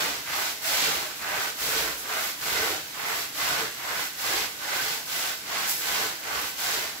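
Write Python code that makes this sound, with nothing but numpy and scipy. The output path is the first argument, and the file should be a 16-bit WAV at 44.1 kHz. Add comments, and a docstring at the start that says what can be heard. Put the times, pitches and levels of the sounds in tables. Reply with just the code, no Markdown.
"""A push is already under way: a long-handled brush scrubs a wet, soapy rug to and fro in a small tiled room.
Thousands of random clicks are bristles snapping through the pile, ringing the plastic head and whipping up foam.
Hard pushes make the head judder, as short unsteady tones.
The hard walls blur the snaps into a dense hiss, noise that follows their energy and lingers briefly at each turn.
A faint steady hush lies behind, and a pair of microphone ports takes it all in."""
import sys
import numpy as np
from scipy import signal
from scipy.fft import rfft, irfft
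from scipy.io import wavfile
from scipy.ndimage import uniform_filter1d

SR = 44100
rng = np.random.default_rng(int(sys.argv[2]) if len(sys.argv) > 2 else 0)


def wrap_up_sound(samples):
    """Save the sound to the file named by the first command line argument, as 16-bit audio."""
    columns = np.atleast_2d(samples).T
    # keep every value between -1 and 1, then stretch to whole-number steps
    tamed = np.clip(columns, -1, 1)
    steps = np.round(tamed * 32767).astype(np.int16)
    wavfile.write(sys.argv[1], SR, steps)


N = 308700  # samples: 7 s
HZ = np.fft.rfftfreq(N, 1 / SR)
TIME = np.arange(N) / SR  # s


def brush():
    """Bristles drag through the pile; the faster they go, the more of them snap each second."""
    # colours of the four parts of a stroke: f/Hz, level/dB per Hz
    pile_colour = [(250, -29.5), (450, -14), (700, -1.5), (1000, -0.4), (1500, -0.5), (2100, -1.5),
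                   (2800, -7), (4000, -15.5), (8000, -45), (16000, -53)]
    tips_colour = [(800, -28.5), (1600, -7.5), (2500, -1), (4300, 0.5), (5500, -2), (7000, -5.5),
                   (10000, -14.5), (16000, -21)]
    foam_colour = [(2500, -28), (5000, -1.5), (7500, -1), (11500, -1), (13500, -0.5), (16000, -1)]
    weight_colour = [(20, -44), (40, -39), (53, -8.5), (70, -5.5), (108, -9), (145, -6), (200, -5.5),
                     (255, -10), (300, -4), (360, -0.5), (520, 1.5), (750, -3.5), (1200, -27), (4000, -50)]
    # resonances of brush head and handle: f/Hz, width/Hz, level/dB re the plain rub
    head_modes = [(441, 11, -3), (631, 39, -17.5), (696, 15, -15), (800, 30, -10), (1522, 62, -1),
                  (2040, 25, -1)]

    sweep, bite, spray, weight = scrubbing()
    speed = evened(sweep) ** 0.24
    pile_snaps = snaps(4000 * speed, spread_db=2.5, clump_db=0.7, clump_per_s=55)
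    pile = scrape(sweep, pile_snaps, pile_colour)
    tip_snaps = snaps(4500 * speed, spread_db=3.5, clump_db=0.4, clump_per_s=73)
    tips = scrape(bite, tip_snaps, tips_colour)
    foam_snaps = snaps(5500 * speed, spread_db=3.0, clump_db=0.5, clump_per_s=79)
    foam = scrape(spray, foam_snaps, foam_colour)
    thrum_snaps = snaps(2200 * speed, spread_db=1.5, clump_db=1.5, clump_per_s=52)
    thrum = scrape(weight, thrum_snaps, weight_colour)
    # the foam does not ring the head
    return ringing(pile + tips + thrum, head_modes) + foam


def scrubbing():
    """Levels of sweep, bite, spray and weight: pushes and pulls in turn, with digs and spurts on top."""
    # The brush is pushed out along the rug, then drawn back more lightly, one row a stroke:
    # start t/s, length/s, sweep through the wet pile/dB, bite of the bristle tips/dB,
    # spray of foam/dB, weight on the head/dB, growth of pressure from start to end/dB
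    pushes = [(-0.141, 0.4, -31.5, -29.5, -32.5, -44.0, -8), (0.599, 0.55, -31.0, -28.0, -29.0, -42.5, -2),
              (1.552, 0.43, -32, -29.5, -28.5, -41.5, 3.5), (2.378, 0.45, -30.5, -29.5, -30, -40, 5.5),
              (3.324, 0.388, -30.5, -29.0, -31, -40, 6), (4.158, 0.332, -31.0, -28.5, -29, -43.5, 8.5),
              (5.043, 0.32, -33.5, -30.5, -29.5, -48, 11), (5.759, 0.39, -31.5, -29.5, -29, -43.5, 10.5),
              (6.556, 0.38, -33.0, -29.5, -30, -46.0, 1.5)]
    pulls = [(0.229, 0.33, -31.5, -30.5, -31.0, -48.5, -7), (1.127, 0.4, -31.5, -35, -36.5, -45.5, 9.5),
             (1.996, 0.35, -32.0, -34.5, -32, -45.5, -0.5), (2.92, 0.37, -32.5, -34.5, -33.0, -47.5, -3.5),
             (3.727, 0.38, -33.0, -34.5, -36.0, -49, 5.5), (4.564, 0.47, -32.5, -30.5, -31.5, -45, -7),
             (5.423, 0.38, -33.0, -31, -33, -46.5, -7), (6.175, 0.35, -33, -33.5, -35.5, -45.5, 2.5)]
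    # Swell of sweep, bite, spray and weight, one row each:
    # place of the top [share of the stroke], steepness of the flanks [exponent]
    push_shape = [(0.28, 0.84), (0.25, 0.83), (.14, 1.04), (0.47, 1)]  # the tips dig in and throw foam early
    pull_shape = [(0.48, 0.99), (0.73, 1), (.8, 1.3), (.54, 1.1)]  # the trailing tips catch late
    # what remains while the brush turns round: sweep, bite, spray, weight, each level/dB
    turn_db = [-46, -40.5, -39.5, -56.5]
    # bristles dig deeper in the middle of a hard push: t/s, length/s, level/dB
    dig_events = [(.85, 0.09, -29.5), (1.775, .05, -28), (4.36, 0.046, -30.5)]
    # foam squeezed out from under the brush: t/s, length/s, level/dB
    spurts = [(1.995, .05, -34), (2.68, 0.06, -34), (5.698, 0.037, -22), (5.77, .07, -31),
              (6.495, 0.037, -35)]
    dig_weight_db = -16.5  # how much of a dig bears on the head

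    strokes = swells(pushes, push_shape) + swells(pulls, pull_shape)
    sweep, bite, spray, weight = strokes + gain_of(turn_db)[:, None] ** 2
    digs = surges(dig_events)
    bite = bite + digs
    spray = spray + surges(spurts)
    weight = weight + gain_of(dig_weight_db) ** 2 * digs
    return np.sqrt([sweep, bite, spray, weight])


def swells(strokes, shape):
    """Power of each part of a stroke rises and falls in one arch as the brush speeds up and stops."""
    top, steepness = np.transpose(shape)[:, :, None]
    top = np.clip(top, .05, .95)
    power = np.zeros((len(shape), N))
    for start, length, *parts_db, growth_db in strokes:
        during = (TIME > start) & (TIME < start + length)
        gone = (TIME[during] - start) / length  # share of the stroke
        flanks = np.minimum(gone / top, (1 - gone) / (1 - top))
        arch = np.sin(np.pi / 2 * flanks) ** steepness
        level_db = np.array(parts_db)[:, None] + growth_db * (gone - .5)
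        power[:, during] += (arch * gain_of(level_db)) ** 2
    return power


def surges(events):
    """The power of short, bell-shaped surges."""
    return sum(gain_of(db) ** 2 * np.exp(-(2 * (TIME - s) / length) ** 2) for s, length, db in events)


def snaps(per_s, spread_db, clump_db, clump_per_s):
    """Random tiny clicks, a few of them large, swelling together as whole tufts let go."""
    sign = rng.choice([-1., 1.], N)
    size = sign * gain_of(spread_db * np.minimum(rng.exponential(1, N), 5))
    happens = rng.random(N) < per_s / SR
    return size * happens * gain_of(clump_db * wander(clump_per_s))


def scrape(level, clicks, colour):
    """A stream of snaps at the given level, spread by the room and given its colour."""
    heard = room(level * evened(clicks), direct_db=-9, early_db=-2.0)
    colour_rms = np.sqrt(np.mean(gain_of(read(colour, HZ)) ** 2))
    return coloured(heard, colour) / colour_rms


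def judder(waver):
    """The tufts stick and slip together for a moment: a short, unsteady groan."""
    # the head judders under a hard push: middle t/s, length/s, f/Hz, level/dB
    judders = [(1.785, 0.078, 423, -43), (1.816, 0.3, 54.4, -53), (2.576, .13, 54, -55),
               (2.6, 0.054, 625, -41), (2.646, 0.047, 444, -33), (2.728, 0.045, 426, -40),
               (3.63, 0.062, 440, -37.5), (6.057, .04, 440, -39)]
    out = np.zeros(N)
    for s, length, hz, db in judders:
        unrest_per_s = 2 * np.sqrt(hz)  # deep shudders change more slowly
        turns = np.cumsum(hz * (1 + waver * wander(unrest_per_s))) / SR
        swell = np.exp(-2 * ((TIME - s) / length) ** 2)
        level = gain_of(db + 2 * wander(unrest_per_s))
        out += level * swell * np.sin(2 * np.pi * turns)
    return out


def hollow(x, patchy_db, top_hz):
    """As the brush moves, echoes add and cancel at shifting pitches in the low and middle range."""
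    hz, _, z = signal.stft(x, SR, nperseg=2048)
    # chance gains, smoothed along time and the same at both ports
    patches = evened(uniform_filter1d(rng.standard_normal(z.shape[1:]), size=7, axis=1))
    depth_db = patchy_db / (1 + (hz[:, None] / top_hz) ** 2)
    return signal.istft(z * gain_of(depth_db * patches), SR, nperseg=2048)[1][:, :N]


def room(x, direct_db, early_db):
    """Every bristle snaps at its own spot, so echoes blur into a wash that follows the snaps' energy."""
    early_t60, late_t60 = 0.034, 0.31  # s: first bounces off floor and near walls, late wash
    direct, early = gain_of(direct_db), gain_of(early_db)
    energy = early ** 2 * lingering(x ** 2, early_t60) + lingering(x ** 2, late_t60)
    straight = direct * np.array([x, np.roll(x, 4)])  # 4 samples later at the right port
    wash = np.sqrt(energy) * diffuse()
    return (straight + wash) / np.sqrt(1 + direct ** 2 + early ** 2)


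def lingering(power, t60):
    """Sound energy that dies away by 60 dB in t60 seconds."""
    keep = np.exp(-np.log(10 ** 6) / (t60 * SR))
    return signal.lfilter([1 - keep], [1, -keep], power)


def diffuse():
    """Noise that arrives from all sides: long waves reach both ports alike, short ones do not."""
    # likeness of the two ports: f/Hz, left-right correlation [-1 to 1]
    likeness = [(60, 0.96), (160, 0.9), (270, 0.86), (450, 0.72), (740, 0.02), (1200, 0), (15000, 0.033)]
    left, other = rfft(rng.standard_normal((2, N)))
    alike = np.clip(read(likeness, HZ), -1, 1)
    right = alike * left + np.sqrt(1 - alike ** 2) * other
    return irfft(np.array([left, right]), N)


def steady_hush():
    """A faint, steady background: diffuse noise, strongest in the low range."""
    # colour of the hush: f/Hz, level/dB per Hz
    hush_colour = [(20, -30), (40, -24), (60, -4.5), (150, 0), (300, 1.5), (600, -19), (2000, 0),
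                   (8000, -4), (16000, -13.5)]
    return gain_of(-45.5) * evened(coloured(diffuse(), hush_colour))


def ringing(x, modes):
    """A sound plus the resonances that it excites."""
    ring = sum(gain_of(db) / (1 + 2j * (HZ - hz) / width) for hz, width, db in modes)
    return irfft(rfft(x) * (1 + ring), N)


def wander(per_s):
    """Smooth chance of rms one that changes up to about per_s times a second."""
    return evened(irfft(rfft(rng.standard_normal(N)) / (1 + (HZ / per_s) ** 4), N))


def coloured(x, points):
    """Filters by a table of f/Hz, level/dB."""
    return irfft(rfft(x) * gain_of(read(points, HZ)), N)


def read(points, hz):
    """Reads a table on a logarithmic frequency axis."""
    f, value = np.transpose(points)
    return np.interp(np.log(hz + 1), np.log(f + 1), value)


def evened(x):
    """Scales to an rms of one."""
    return x / np.sqrt(np.mean(x ** 2) + 1e-20)


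def gain_of(db):
    """Decibels to an amplitude factor."""
    return 10 ** (np.asarray(db) / 20)


def scene():
    """The brush and the hush excite the standing waves of the small room; the judders come on top."""
    # standing waves of the room: f/Hz, width/Hz, level/dB re the plain sound
    room_modes = [(58, 12, -4.5), (135, 24, -7.5), (293, 22, -2.5), (316, 17, -11)]
    scrub = hollow(brush(), patchy_db=3.0, top_hz=3500)
    return ringing(scrub + steady_hush(), room_modes) + judder(waver=0.0242)


def record(dry):
    """The microphone ports colour the treble and favour the right; then the band limit."""
    # colour of the microphone ports: f/Hz, level/dB
    port_colour = [(20, -0.5), (7000, -0.5), (7950, 1), (8500, -6), (9000, -5), (10000, -3), (11300, 1),
                   (16000, -0.5)]
    # balance of the two ports: f/Hz, left minus right level/dB
    balance = [(60, -3), (160, -3.5), (450, -1.5), (740, -1), (1250, -3), (3300, -2), (9000, -1),
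               (15000, -1.6)]
    lean = gain_of(np.array([[.5], [-.5]]) * read(balance, HZ))
    heard = irfft(rfft(coloured(dry, port_colour)) * lean, N)
    low_pass = signal.firwin(1023, 15750, window=("kaiser", 9), fs=SR)  # edge in Hz
    return signal.oaconvolve(heard, low_pass[None], "same")


dry = scene()
out = record(dry)
wrap_up_sound(out)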